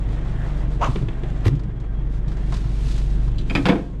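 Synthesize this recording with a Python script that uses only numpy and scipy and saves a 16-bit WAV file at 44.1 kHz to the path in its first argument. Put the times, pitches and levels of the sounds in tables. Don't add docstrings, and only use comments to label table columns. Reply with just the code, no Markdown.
import sys
import numpy as np
from scipy import signal
from scipy.fft import rfft, irfft
from scipy.io import wavfile

SR = 44100
rng = np.random.default_rng(int(sys.argv[2]) if len(sys.argv) > 2 else 0)


def bounce(signal):
    frames = np.transpose(np.atleast_2d(signal))
    limited = np.clip(frames, -1, 1)
    pcm = np.round(limited * 32767).astype(np.int16)
    wavfile.write(sys.argv[1], SR, pcm)


N = 176400
TIME = np.arange(N) / SR


def amp(db):
    return 10 ** (np.asarray(db) / 20)


def unit_rms(x):
    return x / np.sqrt(np.mean(x ** 2) + 1e-20)


def at_hz(table, hz):
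    table_hz, value = np.transpose(table)
    return np.interp(np.log(hz + 1), np.log(table_hz + 1), value)


def envelope(table):
    return amp(np.interp(TIME, *np.transpose(table)))


def add(mix, start_s, sound):
    part = mix[round(start_s * SR):][:len(sound)]
    part += sound[:len(part)]


def spectral_gain(spectrum, hz, tilt_db_oct):
    return amp(at_hz(spectrum, hz) + tilt_db_oct * np.log2(np.maximum(hz, 200)))


def colour(x, spectrum):
    hz = np.fft.rfftfreq(len(x), 1 / SR)
    return unit_rms(irfft(rfft(x) * spectral_gain(spectrum, hz, 0), len(x)))


def drift(rate_hz):
    lowpass = np.exp(-(np.fft.rfftfreq(N, 1 / SR) / rate_hz) ** 2)
    return unit_rms(irfft(rfft(rng.standard_normal(N)) * lowpass, N))


def grains(spread_db):
    return rng.standard_normal(N) * amp(spread_db * drift(260))


def decaying_noise(samples, t60_table):
    octave = np.log2(np.fft.rfftfreq(samples, 1 / SR) + 1)
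    centres = np.arange(7, 15)
    bins = rfft(rng.standard_normal(samples))
    out = np.zeros(samples)
    for centre in centres:
        band = irfft(bins * np.interp(octave, centres, centres == centre), samples)
        out += band * np.exp(-np.log(1000) * TIME[:samples] / at_hz(t60_table, 2. ** centre))
    return out


def crack(spectrum, t60_table, tilt_db_oct=0):
    hz = abs(np.fft.fftfreq(4096, 1 / SR))
    log_gain = np.log(spectral_gain(spectrum, hz, tilt_db_oct))
    taps = np.fft.ifft(np.exp(np.conj(signal.hilbert(log_gain)))).real[:len(hz) // 2]
    onset_boost = amp(2 * np.exp(-TIME[:SR // 2] / 0.00058))
    burst = onset_boost * decaying_noise(SR // 2, t60_table)
    return signal.fftconvolve(burst, taps / np.linalg.norm(taps))


def ring(modes, rise_s=0.0012, detune=0, vary_db=2):
    t = TIME[:SR]
    out = np.zeros(SR)
    for hz, db, t60_s in modes:
        level_draw, pitch_draw = rng.standard_normal(2)
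        decay = amp(db + vary_db * level_draw) * np.exp(-np.log(1000) * t / t60_s)
        out += decay * np.sin(2 * np.pi * hz * (1 + detune * pitch_draw) * t)
    return out * (1 - np.exp(-t / rise_s))


# (shaft order [1], level [dB])
HUM_ORDERS = [(1, -27.5), (2, -24.5), (3, -42.5), (4, -43.5), (5, -45), (6, -36.5), (7, -44), (8, -50.5),
              (10, -49.5), (13, -53), (14, -68), (19, -77), (20, -57.5)]
# (frequency [Hz], relative density [dB])
RUMBLE_SPECTRUM = [(10, -18), (20, -11), (34, -27), (48, -3.5), (62, -0.5), (85, -11.5), (110, 9), (140, 1),
                   (180, -6), (230, -9.5), (330, -10), (450, -16), (600, -47), (1200, -73.5)]
# (time [s], gain [dB])
HUM_ENVELOPE = [(0, 0), (.4, -0.5), (.8, 2.5), (1.15, -3.5), (1.35, -0.5), (1.8, -4.5), (2.3, 0.5),
                (3.3, 1), (3.65, -0.5), (3.87, -7.5), (4, -4.5)]
RUMBLE_ENVELOPE = [(0, 1.5), (.5, -0.5), (.85, 1), (1.05, 0), (1.2, -0.5), (1.6, -0.5), (1.85, -3),
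                   (2.3, 0), (2.6, -0.5), (3.3, 0), (3.65, 3.5), (3.87, -7.5), (4, -3.5)]
SHAFT_HZ = 23.9


def motor(waver=0.0036, flutter_db=2.02, rumble_db=-30.5):
    turns = np.cumsum(SHAFT_HZ * (1 + waver * drift(3.88))) / SR
    hum = np.zeros(N)
    for order, db in HUM_ORDERS:
        peak = np.sqrt(2) * amp(db + flutter_db * drift(2.7))
        hum += peak * np.sin(2 * np.pi * (order * turns + rng.random()))
    rumble = amp(rumble_db) * colour(rng.standard_normal(N), RUMBLE_SPECTRUM)
    return hum * envelope(HUM_ENVELOPE) + rumble * envelope(RUMBLE_ENVELOPE)


# (frequency [Hz], relative density [dB])
AIR_SPECTRUM = [(260, -26), (450, -5.5), (600, 2), (786, -1.5), (1000, -5), (1250, -7), (1500, -9),
                (1850, -9), (2200, -13), (2600, -17.5), (3310, -18.5), (4640, -29), (7420, -34),
                (10000, -43), (12600, -63), (15000, -69.5)]
HISS_SPECTRUM = [(1200, -26), (2500, 6), (3500, 4.5), (5000, -7.5), (7500, -6), (10000, -19.5),
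                 (12600, -25.5), (15000, -38)]
# (time [s], gain [dB])
AIR_ENVELOPE = [(0, 2), (.45, 3), (.75, 0.5), (1.1, 0.5), (1.4, 2), (1.62, -5.5), (1.75, -4.5), (2, -3.5),
                (2.25, -2.5), (2.35, -1), (3.1, -3.5), (3.4, -4), (3.65, -2), (3.9, -10), (4, -10)]
HISS_ENVELOPE = [(0, -58.5), (.35, -61.5), (.75, -61), (1.15, -60), (1.4, -56), (1.53, -63), (1.7, -80),
                 (2.25, -79), (2.35, -64), (3.2, -61), (3.35, -57.5), (3.7, -56), (3.9, -65.5), (4, -69)]
# (frequency [Hz], level [dB])
FAN_TONES = [(361, -57), (587, -64.5), (1077, -64), (1590, -63), (1852, -68), (3290, -69)]


def fan(air_db=-46, throb_db=0.9, flutter_db=1.2, tone_waver=0.005):
    throb = amp(throb_db * np.sin(2 * np.pi * 2 * SHAFT_HZ * TIME) + flutter_db * drift(25))
    air = amp(air_db) * colour(rng.standard_normal(N), AIR_SPECTRUM) * throb * envelope(AIR_ENVELOPE)
    hiss = colour(grains(3.0), HISS_SPECTRUM) * envelope(HISS_ENVELOPE)
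    tones = np.zeros(N)
    for hz, db in FAN_TONES:
        gain = amp(db) * drift(7.6)
        tones += gain * np.sin(2 * np.pi * np.cumsum(hz * (1 + tone_waver * drift(21.2))) / SR)
    return air + hiss + tones


# (peak time [s], rise [s], fall [s], level [dB])
ARM_STROKES = [(.13, 0.035, 0.034, -55.5), (.3, 0.077, .05, -58.5), (.48, 0.045, 0.07, -57.5),
               (.59, 0.037, 0.049, -56), (.73, 0.032, .04, -55.5), (.87, 0.035, 0.14, -48),
               (2.15, 0.049, .05, -58.5), (2.31, 0.032, 0.05, -59.5), (2.57, 0.16, 0.06, -53.5),
               (2.76, 0.17, 0.13, -52.5), (2.92, 0.089, 0.16, -46.5), (3.13, 0.036, 0.057, -58),
               (3.26, 0.054, 0.021, -55), (3.55, 0.067, 0.23, -48.5)]
# (frequency [Hz], relative density [dB])
RUSTLE_SPECTRUM = [(300, -29), (1000, -1.5), (2200, 4.5), (4000, 4.5), (6500, -2), (9000, -6), (12000, -21),
                   (15000, -25)]


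def arm_rustle():
    strokes = np.zeros(N)
    for peak_s, rise_s, fall_s, db in ARM_STROKES:
        width_s = np.where(TIME < peak_s, rise_s, fall_s)
        strokes += amp(db) * np.exp(-((TIME - peak_s) / width_s) ** 2)
    return strokes * colour(grains(spread_db=1.5), RUSTLE_SPECTRUM)


# (frequency [Hz], relative density [dB])
GRIP_SPECTRUM = [(800, -26), (1400, 4), (1800, 10), (2300, -19), (4000, -21), (8000, -23), (15000, -39)]


def finger_grip(peak_s=0.41, width_s=0.064, db=-46.5, slip_hz=100.9, jitter=0.15, decay_cycles=0.22):
    cycles = np.cumsum(slip_hz * (1 + jitter * drift(30))) / SR
    slips = np.exp(-(cycles % 1) / decay_cycles)
    swell = amp(db) * np.exp(-((TIME - peak_s) / width_s) ** 2)
    return swell * colour(slips * rng.standard_normal(N), GRIP_SPECTRUM)


# (time [s], gap resonance [Hz], slurp [dB], hiss [dB])
SEAL_PEEL = [(0.794, 400, -48, -53), (.809, 601, -36, -47), (0.814, 794, -22.5, -31.5),
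             (0.83, 1003, -20, -28), (.842, 1145, -23.5, -29.5), (.846, 1212, -30, -24.5),
             (0.853, 1277, -24.5, -32.5), (.864, 1090, -35, -29.5), (.876, 1007, -28.5, -37),
             (.89, 907, -43, -43), (.94, 850, -60, -57)]
# (frequency [Hz], relative density [dB])
INRUSH_SPECTRUM = [(200, 10), (450, 11), (650, 18), (900, 6), (1500, -2.5), (2800, 4.5), (4000, -7.5),
                   (5300, -11), (6300, -4), (7500, -17), (10000, -29), (15000, -39)]


def seal_peel(cycles_per_flap=4, jitter=0.05, pole_width_hz=650, noise_mix=0.4, squeak_mix=0.6):
    times_s, *columns = np.transpose(SEAL_PEEL)
    gap_hz, slurp_db, hiss_db = (np.interp(TIME, times_s, column) for column in columns)
    flap_hz = gap_hz / cycles_per_flap * np.exp(jitter * drift(224))
    flaps = np.diff(np.floor(np.cumsum(flap_hz) / SR), prepend=0)
    drive = unit_rms(flaps) + noise_mix * rng.standard_normal(N)
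    carrier = np.exp(2j * np.pi * np.cumsum(gap_hz) / SR)
    pole = np.exp(-np.pi * pole_width_hz / SR)
    resonance = carrier * signal.lfilter([1], np.poly([pole] * 3), drive / carrier)
    slurp = unit_rms(unit_rms(resonance.real) + squeak_mix * carrier.imag)
    hiss = colour(grains(0.92), INRUSH_SPECTRUM)
    peeling = (TIME > times_s[0]) & (TIME < times_s[-1])
    return (amp(slurp_db) * slurp + amp(hiss_db) * hiss) * peeling


# (time [s], length [s], first pitch [Hz], last pitch [Hz], level [dB], overtone gain [dB])
LID_GROANS = [(.874, 0.05, 132.5, 105, -16.5, -10), (.956, 0.06, 166, 150, -21.5, -23),
              (1.022, 0.039, 172, 103, -16, -15), (1.455, 0.052, 85, 117, -8.5, -28),
              (1.512, 0.065, 127.5, 152, -14.5, -12)]


def lid_groans(waver=0.04, skew=0.66):
    out = np.zeros(N)
    for start_s, length_s, first_hz, last_hz, db, overtone_db in LID_GROANS:
        progress = np.linspace(0, 1, round(length_s * SR))
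        glide_hz = first_hz + (last_hz - first_hz) * progress
        phase = 2 * np.pi * np.cumsum(glide_hz * (1 + waver * drift(55)[:len(progress)])) / SR
        tone = np.sin(phase) + amp(overtone_db) * (np.sin(2 * phase) + np.sin(3 * phase) / 3)
        swell = np.sin(np.pi * progress ** skew) ** 2
        add(out, start_s, amp(db) * swell * tone)
    return out


# (time [s], tick [dB], hollow knock [dB], lid ring [dB])
HINGE_TICKS = [(.9585, -28, -24, -25), (.982, -45, -43, -32), (1.012, -50, -36, -32),
               (1.025, -47, -32, -28), (1.0855, -33.5, -27, -39), (1.235, -37, -32, -50)]
# (frequency [Hz], relative density [dB])
TICK_SPECTRUM = [(150, 0), (400, 1), (800, -4), (2100, -2), (3500, -5.5), (5000, -21), (9000, -32.5),
                 (15000, -51)]
# (frequency [Hz], t60 [s])
TICK_DECAY = [(200, .12), (2000, .05), (9000, .024)]
# (frequency [Hz], gain [dB], t60 [s])
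HOLLOW_MODES = [(344, 8, 0.053), (400, -2, 0.099), (476, -14, 0.049), (714, -16, 0.036)]
LID_MODES = [(116, 3, 0.11), (156, 4, 0.076), (189.4, -0.5, 0.44), (270, -18, 0.24), (305, -19, 0.18),
             (417, -20, 0.092)]


def hinge_ticks():
    out = np.zeros(N)
    for start_s, tick_db, knock_db, ring_db in HINGE_TICKS:
        add(out, start_s, amp(tick_db) * crack(TICK_SPECTRUM, TICK_DECAY))
        add(out, start_s, amp(knock_db) * ring(HOLLOW_MODES, rise_s=0.002, detune=0.021))
        add(out, start_s, amp(ring_db) * ring(LID_MODES, rise_s=0.0018))
    return out


# (frequency [Hz], relative density [dB])
SPRING_SPECTRUM = [(200, 4), (500, -2), (900, 3.5), (3500, -2.5), (5000, -12), (8000, -18), (12000, -25),
                   (15500, -38)]


def spring_rasp(full_at_s=1.457, rise_s=0.0076, hold_s=0.026, fade_s=0.0046, db=-33.5):
    t = TIME - full_at_s
    burst = np.exp(np.minimum(t, 0) / rise_s - np.maximum(t - hold_s, 0) / fade_s)
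    return amp(db) * burst * colour(grains(3.3), SPRING_SPECTRUM)


# (time [s], thud [dB], hollow knock [dB], lid ring [dB])
STOP_BLOWS = [(1.461, -18, -22, -25), (1.485, -30.5, -26, -24), (1.656, -43, -46, -28.5)]
# (frequency [Hz], gain [dB], t60 [s])
THUD_MODES = [(65, -11, 0.062), (192, -6, 0.08), (288, 5.5, 0.072)]


def lid_stop():
    out = np.zeros(N)
    for start_s, thud_db, knock_db, ring_db in STOP_BLOWS:
        add(out, start_s, amp(thud_db) * ring(THUD_MODES, rise_s=0.0056))
        add(out, start_s, amp(knock_db) * ring(HOLLOW_MODES))
        add(out, start_s, amp(ring_db) * ring(LID_MODES, rise_s=0.0017))
    return out


# (time [s], level [dB], tilt [dB/octave])
HANDLING_CLICKS = [(1.474, -42, 5.5), (1.553, -51.5, 3.5), (1.594, -44.5, 0.5), (1.635, -49, 1.5),
                   (1.801, -54.5, 4.5), (2.281, -45, 3), (2.317, -43.5, 0.5), (2.37, -46.5, 2),
                   (2.523, -32, 0), (2.541, -36, 3.5), (2.567, -41.5, 3), (2.641, -42, -1.5),
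                   (2.722, -47, -5), (2.882, -41, 3.5), (2.914, -41, 5), (2.98, -38.5, 3.5),
                   (3.015, -47.5, 2), (3.278, -41.5, -0.5), (3.472, -59, -10)]
# (frequency [Hz], relative density [dB])
CLICK_SPECTRUM = [(300, -4), (1000, 8), (2000, -4), (4200, -6.5), (8000, -18), (11000, -33.5), (15000, -51)]
# (frequency [Hz], t60 [s])
CLICK_DECAY = [(500, 0.11), (8000, 0.083)]


def handling_clicks():
    out = np.zeros(N)
    for start_s, db, tilt_db_oct in HANDLING_CLICKS:
        add(out, start_s, amp(db) * crack(CLICK_SPECTRUM, CLICK_DECAY, tilt_db_oct))
    return out


# (time [s], ring [dB], tick [dB])
RIM_TAPS = [(3.383, -37.5, -39.5), (3.391, -43, -46), (3.412, -53, -48)]
# (frequency [Hz], gain [dB], t60 [s])
RIM_MODES = [(2630, -18, .06), (3370, -9, .04), (3870, -4, 0.044), (4040, 3, 0.041), (4700, -5, 0.044),
             (6000, -18, .07), (7510, -8, .023)]
# (frequency [Hz], relative density [dB])
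RIM_SPECTRUM = [(500, -20), (2000, -6), (3200, 4), (4400, 0), (5300, -10), (8000, -17), (10000, -23),
                (15000, -40)]


def rim_taps():
    out = np.zeros(N)
    for start_s, ring_db, tick_db in RIM_TAPS:
        add(out, start_s, amp(ring_db) * ring(RIM_MODES))
        add(out, start_s, amp(tick_db) * crack(RIM_SPECTRUM, CLICK_DECAY))
    return out


# (time [s], clatter [dB], tilt [dB/octave], body [dB], end [dB], liner boom [dB])
CAN_KNOCKS = [(3.498, -34, 2.5, -42, -24.5, -46), (3.505, -27, -2, -38, -25, -24.5),
              (3.5515, -20.5, 2.5, -32, -14, -20.5), (3.559, -24, -0.5, -27, -34, -35),
              (3.574, -20, -4.5, -30, -24, -22.5), (3.586, -36, -9, -35, -31, -34),
              (3.655, -18.5, 2, -23, -27, -27), (3.661, -21, 1.5, -38, -28, -15.5),
              (3.686, -15.5, 1, -21.5, -37, -33), (3.693, -17.5, -2, -20.5, -35, -9),
              (3.720, -18, -3, -32, -33, -14.5), (3.755, -25, -3.5, -45, -53, -19),
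              (3.783, -33, -5.5, -52, -55, -27)]
# (frequency [Hz], relative density [dB])
CLATTER_SPECTRUM = [(100, -21.5), (280, 17), (460, 7), (600, 3), (900, 3.5), (1150, 0), (1650, 1.5),
                    (2000, -2), (2500, -3), (3400, -3), (4200, -12.5), (4900, -15), (6000, -25),
                    (8500, -32), (12000, -41.5), (15500, -54)]
CHATTER_SPECTRUM = [(400, -17), (700, 5), (1500, 2), (2500, -3.5), (4000, -20), (8000, -33), (15000, -42)]
# (frequency [Hz], t60 [s])
CLATTER_DECAY = [(200, 0.23), (1000, 0.15), (3000, 0.079), (9000, 0.12)]
# (frequency [Hz], gain [dB], t60 [s])
BODY_MODES = [(890, -9, .06), (1297, -8, .15), (1610, -9, .09), (1827, -1, .055), (2200, -3, .08),
              (2370, -3, .05), (2821, -10, .03), (3330, -7, .028), (4450, -16, .03)]
END_MODES = [(2390, 2, .035), (2520, -6, .09), (3140, -9, .045), (3680, -13, .035), (4900, -12, .03),
             (7080, -23, .05)]
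LINER_MODES = [(192.6, 4.5, 0.14), (210, -9, 0.093), (262, -8.5, 0.13), (325.3, -8, 0.25),
               (428.6, -9.5, 0.17), (489.6, -7.5, 0.15), (698, -19, 0.17), (793, -13, 0.096)]


def can_knocks(chatter_gain_db=-17.5):
    cans, boom = np.zeros((2, N))
    for start_s, clatter_db, tilt_db_oct, body_db, end_db, boom_db in CAN_KNOCKS:
        add(cans, start_s, amp(clatter_db) * crack(CLATTER_SPECTRUM, CLATTER_DECAY, tilt_db_oct))
        add(cans, start_s, amp(body_db) * ring(BODY_MODES, detune=0.0196))
        add(cans, start_s, amp(end_db) * ring(END_MODES, detune=0.0103))
        add(boom, start_s, amp(boom_db) * ring(LINER_MODES, rise_s=0.0018))
    chatter = np.maximum(boom, 0) * colour(rng.standard_normal(N), CHATTER_SPECTRUM)
    return cans + boom + amp(chatter_gain_db) * chatter


# (delay [s], gain [dB])
WALL_ECHOES = [(.0031, -26), (.0047, -20.5), (.0062, -23), (.0093, -22)]


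def cooler_walls(x, highpass_hz=500):
    bright = signal.sosfilt(signal.butter(2, highpass_hz, "high", fs=SR, output="sos"), x)
    out = x.copy()
    for delay_s, db in WALL_ECHOES:
        add(out, delay_s, amp(db) * bright)
    return out


# (frequency [Hz], t60 [s])
ROOM_DECAY = [(150, 0.87), (600, 0.68), (3000, 0.26), (10000, 0.48)]


def room_tail(x, gain_db=-14.5, rise_s=0.0011):
    tail = decaying_noise(SR, ROOM_DECAY) * (1 - np.exp(-TIME[:SR] / rise_s))
    return amp(gain_db) * signal.fftconvolve(x, tail / np.linalg.norm(tail))[:N]


def scene():
    machine = motor() + fan()
    rustle = arm_rustle()
    opening = finger_grip() + seal_peel() + lid_groans() + hinge_ticks() + spring_rasp() + lid_stop()
    reaching = handling_clicks() + rim_taps() + can_knocks()
    near = cooler_walls(rustle + opening + reaching)
    return (machine + near + room_tail(near))[None]


def record(dry):
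    lowpass = signal.firwin(511, 15700, window=("kaiser", 9), fs=SR)
    return signal.oaconvolve(dry, lowpass[None], "same")


dry = scene()
out = record(dry)
bounce(out)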